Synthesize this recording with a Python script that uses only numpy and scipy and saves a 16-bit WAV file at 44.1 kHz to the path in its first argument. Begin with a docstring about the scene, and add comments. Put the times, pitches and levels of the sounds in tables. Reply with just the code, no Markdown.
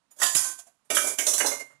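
"""Faint room tone opens, then a light spoon touch swells into a bowl clanking on a pan on a kitchen shelf;
a canister is set down beside them and jostled into place against a tumbler and a plate, all stainless steel.
Each contact layers a noisy crash and a shimmer of dense shell modes, a clang, a shelf knock and a few clear tones;
dull noise thuds, a short reverberation and a low hum lie around them.
The recorder turns quiet sound down, sparing the bass; only its right channel is live."""
import sys
import numpy as np
from scipy import signal
from scipy.fft import rfft, irfft, next_fast_len
from scipy.io import wavfile
from scipy.ndimage import uniform_filter1d

SR = 44100
rng = np.random.default_rng(int(sys.argv[2]) if len(sys.argv) > 2 else 0)


def persist_wave(psi):
    """Save psi, clipped to +-1, as 16-bit WAV."""
    counts = np.round(np.clip(psi, -1, 1) * 32767).astype(np.int16)
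    wavfile.write(sys.argv[1], SR, np.atleast_2d(counts).T)


N = 79380
LENGTH = 27000  # samples in one contact, thud or reverberation tail
T = np.arange(LENGTH) / SR
HZ = np.fft.rfftfreq(LENGTH, 1 / SR)
TOP_HZ = 15800  # upper limit of the shell modes and of the recorder

# Background spectra: (frequency [Hz], relative gain [dB])
ROOM_TONE_COLOUR = [(25, -30), (130, -25), (260, -6), (650, -2), (1000, 1.5), (2000, -6.5), (5000, -10.5),
                    (10000, -13.5), (13000, -30)]
HUM_COLOUR = [(30, -26), (100, -22.5), (135, 4.5), (175, -15), (400, -45)]
# Swell of the low hum, ahead of the suppressor: (time [s], level [dB])
HUM_LEVEL = [(0, -90.5), (.8, -90.5), (1.0, -73), (1.8, -68.5)]
ROOM_TONE_DB = -54  # ahead of the suppressor
KITCHEN_T60, KITCHEN_DB = 0.48, -9  # decay in s, tail against the dry ware

# Weight landing on the shelf: (time [s], level before rise and fade [dB])
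THUDS = [(0.348, -32.5), (.495, -54.5), (0.903, -42), (1.266, -64), (1.450, -39.5)]
# Spectra of the shelf thud, shelf knock and steel shimmer: (frequency [Hz], relative gain [dB])
THUD_COLOUR = [(25, -14), (80, -17), (150, 1), (220, -2.5), (330, 1), (700, -20.5), (3000, -59)]
SHELF_COLOUR = [(30, -29.5), (100, -33.5), (210, -17.5), (270, 0), (330, -5.5), (375, -3), (430, 3),
                (490, -6.5), (590, 5.5), (780, -9), (1300, -12.5), (4000, -42.5)]
SHIMMER_COLOUR = [(200, -43.5), (900, -15), (2500, -16.5), (3600, -12), (4300, -17), (5100, -10.5),
                  (5900, -2.5), (7600, 0), (9000, -2), (11200, -2.5), (12300, -12.5), (15500, -20.5)]

# Clear modes of each steel piece: (frequency [Hz], typical relative level [dB], decay t60 [s])
BOWL = [(1049, -3, .45), (1727, -2, .3), (3390, -7, .25), (4835, -2, .5), (7590, -7, .3), (7865, -6, .3)]
CANISTER = [(619, -14, .6), (1295, -10, .4), (1513, -10, .6), (1855, -14, .35), (2338, 0, .6),
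            (3572, -10, .35), (4920, -14, .6), (5717, -9, .5), (6056, -8, .5), (6415, -8, .5),
            (7537, -9, .5)]
PLATE = [(570, -11, .25), (2111, 0, .45), (2854, -19, .35), (4425, -19, .35), (7074, -11, .35),
         (7400, -11, .25), (8925, -16, .25)]
PAN = [(1047, -6, .5), (1543, 0, .6), (2708, -15, .3), (5787, -6, .3), (6284, 0, .45), (6668, -2, .4),
       (7976, -4, .4), (8540, -5, .4), (8944, -3, .5), (9737, -1, .45), (10935, -7, .45)]
TUMBLER = [(600, -6, .25), (3570, -7, .3), (5717, 0, .45), (6076, -4, .45), (6384, -3, .45), (7648, -3, .4),
           (8235, -4, .4)]
LID = [(692, 0, 0.13), (744, -10, 0.19), (7600, -4, 0.14), (10850, 2, 0.05)]
SPOON = [(5430, -13, 0.075), (6900, 1.5, 0.11), (7290, -7.5, 0.064), (9600, -1, 0.25), (14150, -1, .15)]
# Contacts, with layer levels before rise and fade:
# (time [s], rise time constant [s], shimmer level [dB], shimmer t60 [s], clang level [dB], clang centre [Hz],
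#  shelf knock level [dB], ringing piece [mode table], ring level [dB])
CONTACTS = [ (.107, 0.0077, -40.5, 0.26, -61, 1200, -64, SPOON, -34),
            (.160, 0.02, -31.5, 0.14, -55, 1200, -46, SPOON, -39),
            (.186, 0.0018, -33.5, 0.18, -47, 1210, -52, SPOON, -44.5),
            (.1985, 0.0027, -27.5, 0.35, -39.5, 960, -52, BOWL, -38.5),
            (.215, 0.0034, -17.5, 0.37, -17.5, 1030, -41.5, BOWL, -28),
            (.230, 0.00067, -17, 0.6, -23, 3100, -37, BOWL, -31),
            (.258, 0.0017, -27.5, 0.24, -26.5, 3300, -51.5, BOWL, -26.5),
            (.349, 0.00072, -14.5, 0.6, -29.5, 2980, -43, PAN, -37.5),
            (.365, 0.0014, -17, 0.16, -21, 5850, -57, PAN, -33.5),
            (0.441, 0.0087, -27, 0.23, -39, 1150, -43.5, PAN, -31),
            (.588, 0.003, -31, 0.12, -63, 2720, -62, LID, -41.5),
            (.668, .002, -42.5, 0.1, -54, 2500, -56, LID, -37.5),
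            (.846, .008, -44, 0.22, -64, 693, -56.5, SPOON, -64.5),
            (.901, 0.0031, -21.5, 0.54, -27, 2790, -24, CANISTER, -23.5),
            (.947, 0.0022, -17.5, 0.57, -27.5, 3240, -35, TUMBLER, -40),
            (.968, 0.0006, -18.5, 0.45, -18.5, 1830, -29, CANISTER, -25),
            (1.038, 0.0048, -25, 0.34, -37, 815, -28.5, CANISTER, -63),
            (1.068, 0.0033, -18.5, 0.29, -42, 1510, -31, TUMBLER, -59),
            (1.185, .001, -19, 0.5, -22.5, 2250, -32, PLATE, -36),
            (1.267, 0.0005, -17, 0.34, -28, 3880, -30.5, TUMBLER, -23.5),
            (1.282, 0.0012, -19, 0.47, -25, 6000, -54.5, TUMBLER, -41.5),
            (1.333, 0.0028, -17.5, 0.27, -29.5, 3330, -36, TUMBLER, -30),
            (1.379, 0.0015, -17.5, 0.39, -38.5, 1980, -41, PAN, -31.5),
            (1.402, 0.0017, -25, 0.18, -19, 1530, -25.5, PLATE, -37.5),
            (1.444, 0.0017, -47, .3, -25, 930, -26, PAN, -28.5),
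            (1.46, 0.0029, -17.5, 0.34, -25, 4590, -49, PAN, -49),
            (1.511, 0.0032, -32, 0.48, -33, 1570, -33, PLATE, -27.5),
            (1.594, 0.0086, -44, 0.21, -42, 1690, -39.5, PLATE, -33),
            (1.700, 0.016, -57, 0.098, -38, 1200, -49.5, PLATE, -40), ]

SHELL_MODES, SHELL_LOW_HZ, SHELL_SPREAD_DB = 1200, 499.1, -1.5  # spread scales random mode levels
CRASH_T60, CRASH_DB = 0.14, 2  # s; level of the noisy start against the shimmer
CLANG_OCTAVES, CLANG_FLOOR_DB = 0.58, -21  # width at the middle pitch, level of the skirts
CLANG_MID_HZ, CLANG_NARROWING = 1573, 0.94  # higher clangs are narrower
CLANG_NOISE = .4  # noise in the clang, against its shell modes
CLANG_T60, KNOCK_T60, THUD_T60 = 0.17, 0.25, .08  # s
PATCH_HZ, PATCH_DB = 159.54, 5  # spacing and depth of the groups of modes a contact favours

DEAD_CHANNEL_DB = -103
# Noise suppressor: (input level [dB], gain [dB])
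SUPPRESSOR = [(-52, -20), (-42, -12.5), (-35, -6), (-31.5, 0)]
SUPPRESSOR_WINDOW_S, SUPPRESSOR_FROM_HZ = 0.013, 230


def amp(db):
    """Decibels to gain."""
    return 10 ** (np.asarray(db) / 20)


def unit(x):
    """Scale to rms 1."""
    return x / np.sqrt(np.mean(x ** 2) + 1e-20)


def colour(points, hz=HZ):
    """Spectral gain drawn through (frequency, dB) points on a log axis."""
    point_hz, db = np.transpose(points)
    return amp(np.interp(np.log(hz + 1), np.log(point_hz + 1), db))


def noise(gain):
    """Noise of rms 1: random strength and phase at each frequency, shaped by gain."""
    spectrum = rng.standard_normal(len(gain)) + 1j * rng.standard_normal(len(gain))
    return unit(irfft(gain * spectrum))


def fade(t60):
    """Exponential decay, down 60 dB after t60 seconds."""
    return np.exp(-np.log(1000) * T / t60)


def rise(seconds):
    """Soft exponential attack with the given time constant."""
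    return 1 - np.exp(-T / max(seconds, 1e-4))


def add(track, s, sound):
    """Mix a sound in at time s, cut off at the end of the track."""
    part = track[max(round(s * SR), 0):][:len(sound)]
    part += sound[:len(part)]


def filtered(x, response):
    """Apply a gain over frequency to x, padded with silence."""
    size = next_fast_len(N + SR // 2)
    gain = response(np.fft.rfftfreq(size, 1 / SR))
    return irfft(rfft(x, size) * gain, size)[..., :N]


def room_tone():
    """Faint coloured noise of the kitchen, with a low noise hum that swells from 0.8 s on."""
    hz = np.fft.rfftfreq(N, 1 / SR)
    hum_db = np.interp(np.arange(N) / SR, *np.transpose(HUM_LEVEL))
    hum = amp(hum_db) * noise(colour(HUM_COLOUR, hz))
    return amp(ROOM_TONE_DB) * noise(colour(ROOM_TONE_COLOUR, hz)) + hum


def kitchen(x, build_s=0.0021):
    """Short reverberation of a small hard room: convolution with decaying noise of unit energy."""
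    tail = rng.standard_normal(LENGTH) * fade(KITCHEN_T60) * rise(build_s)
    return signal.fftconvolve(x, tail / np.linalg.norm(tail))[:N]


def thuds(rise_s=0.0028):
    """The shelf takes the weight with a dull, short burst of coloured noise."""
    out = np.zeros(N)
    for s, db in THUDS:
        thud = rise(rise_s) * fade(THUD_T60) * noise(colour(THUD_COLOUR))
        add(out, s, amp(db) * thud)
    return out


def patches(size=128):
    """A random, smooth gain over frequency, set by the spot that is struck."""
    heights = rng.standard_normal(size)
    return amp(PATCH_DB * np.interp(HZ / PATCH_HZ, np.arange(size), heights))


def shell_modes():
    """A dense crowd of modes spread over frequency, with scattered levels and gaps of silence."""
    shell = np.zeros(len(HZ))
    places = (np.arange(SHELL_MODES) + 2 * rng.random(SHELL_MODES)) / SHELL_MODES
    bins = np.searchsorted(HZ, SHELL_LOW_HZ + places * (TOP_HZ - SHELL_LOW_HZ))
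    shell[bins] = amp(SHELL_SPREAD_DB * rng.standard_normal(SHELL_MODES))
    return shell


def tones(modes, scatter_db=2.0, waver=0.45, waver_per_s=45):
    """One ring of a piece: decaying sines whose phases waver as it rocks against its neighbours."""
    ring = np.zeros(LENGTH)
    knots = np.linspace(0, T[-1], 200)
    step = waver * np.sqrt(abs(waver_per_s) * knots[1])  # typical phase step in radians
    for hz, db, t60 in modes:
        drift = np.cumsum(rng.standard_normal(len(knots))) * step
        phase = 2 * np.pi * (hz * T + rng.random()) + np.interp(T, knots, drift)
        level = amp(db + scatter_db * rng.standard_normal())
        ring += level * fade(t60) * np.sin(phase)
    power = np.sum(amp([mode[1] for mode in modes]) ** 2) / 2
    return ring / np.sqrt(power)


def contacts():
    """Steel meets steel: each contact crashes, rings the same shell modes anew and knocks the shelf."""
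    out = np.zeros(N)
    shell = shell_modes()
    steel, shelf = colour(SHIMMER_COLOUR), colour(SHELF_COLOUR)
    ringing = shell / np.sqrt(np.mean(shell ** 2))
    for s, rise_s, shimmer_db, t60, clang_db, clang_hz, knock_db, piece, ring_db in CONTACTS:
        spot = patches()
        shimmer = noise(shell * steel * spot) * fade(t60)
        crash = amp(CRASH_DB) * noise(steel * spot) * fade(CRASH_T60)
        bright = (shimmer + crash) / np.sqrt(2)

        # Distance from the clang centre, in widths of the hump
        narrowing = (clang_hz / CLANG_MID_HZ) ** CLANG_NARROWING
        distance = np.log2((HZ + 1) / clang_hz) / CLANG_OCTAVES * narrowing
        skirts = amp(CLANG_FLOOR_DB) * np.exp(-abs(distance))
        hump = np.exp(-distance ** 2 / 2) + skirts
        clang = noise(hump * spot * (CLANG_NOISE + ringing)) * fade(CLANG_T60)

        knock = noise(shelf) * fade(KNOCK_T60)
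        contact = amp(shimmer_db) * bright + amp(clang_db) * clang
        contact += amp(knock_db) * knock + amp(ring_db) * tones(piece)
        add(out, s, rise(rise_s) * contact)
    return out


def scene():
    """Everything reaches the right channel; the left holds only a trace of hiss."""
    ware = contacts() + thuds()
    live = ware + amp(KITCHEN_DB) * kitchen(ware) + room_tone()
    return np.array([amp(DEAD_CHANNEL_DB) * rng.standard_normal(N), live])


def record(dry):
    """A suppressor turns all but the bass of the live channel down when it gets quiet; then the band limit."""
    dead, live = dry
    window = max(int(SUPPRESSOR_WINDOW_S * SR), 2)
    power = abs(uniform_filter1d(live ** 2, window))
    level_db = 10 * np.log10(power + 1e-14)
    gain_db = np.interp(level_db, *np.transpose(SUPPRESSOR))
    gain = amp(uniform_filter1d(gain_db, window // 2))  # smoothed in dB
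    bass = filtered(live, lambda hz: np.exp(-((hz / SUPPRESSOR_FROM_HZ) ** 2) ** 2))
    out = np.array([dead, bass + gain * (live - bass)])
    return filtered(out, lambda hz: np.clip((TOP_HZ - hz) / 300, 0, 1))  # slopes to zero over 300 Hz


dry = scene()
out = record(dry)
persist_wave(out)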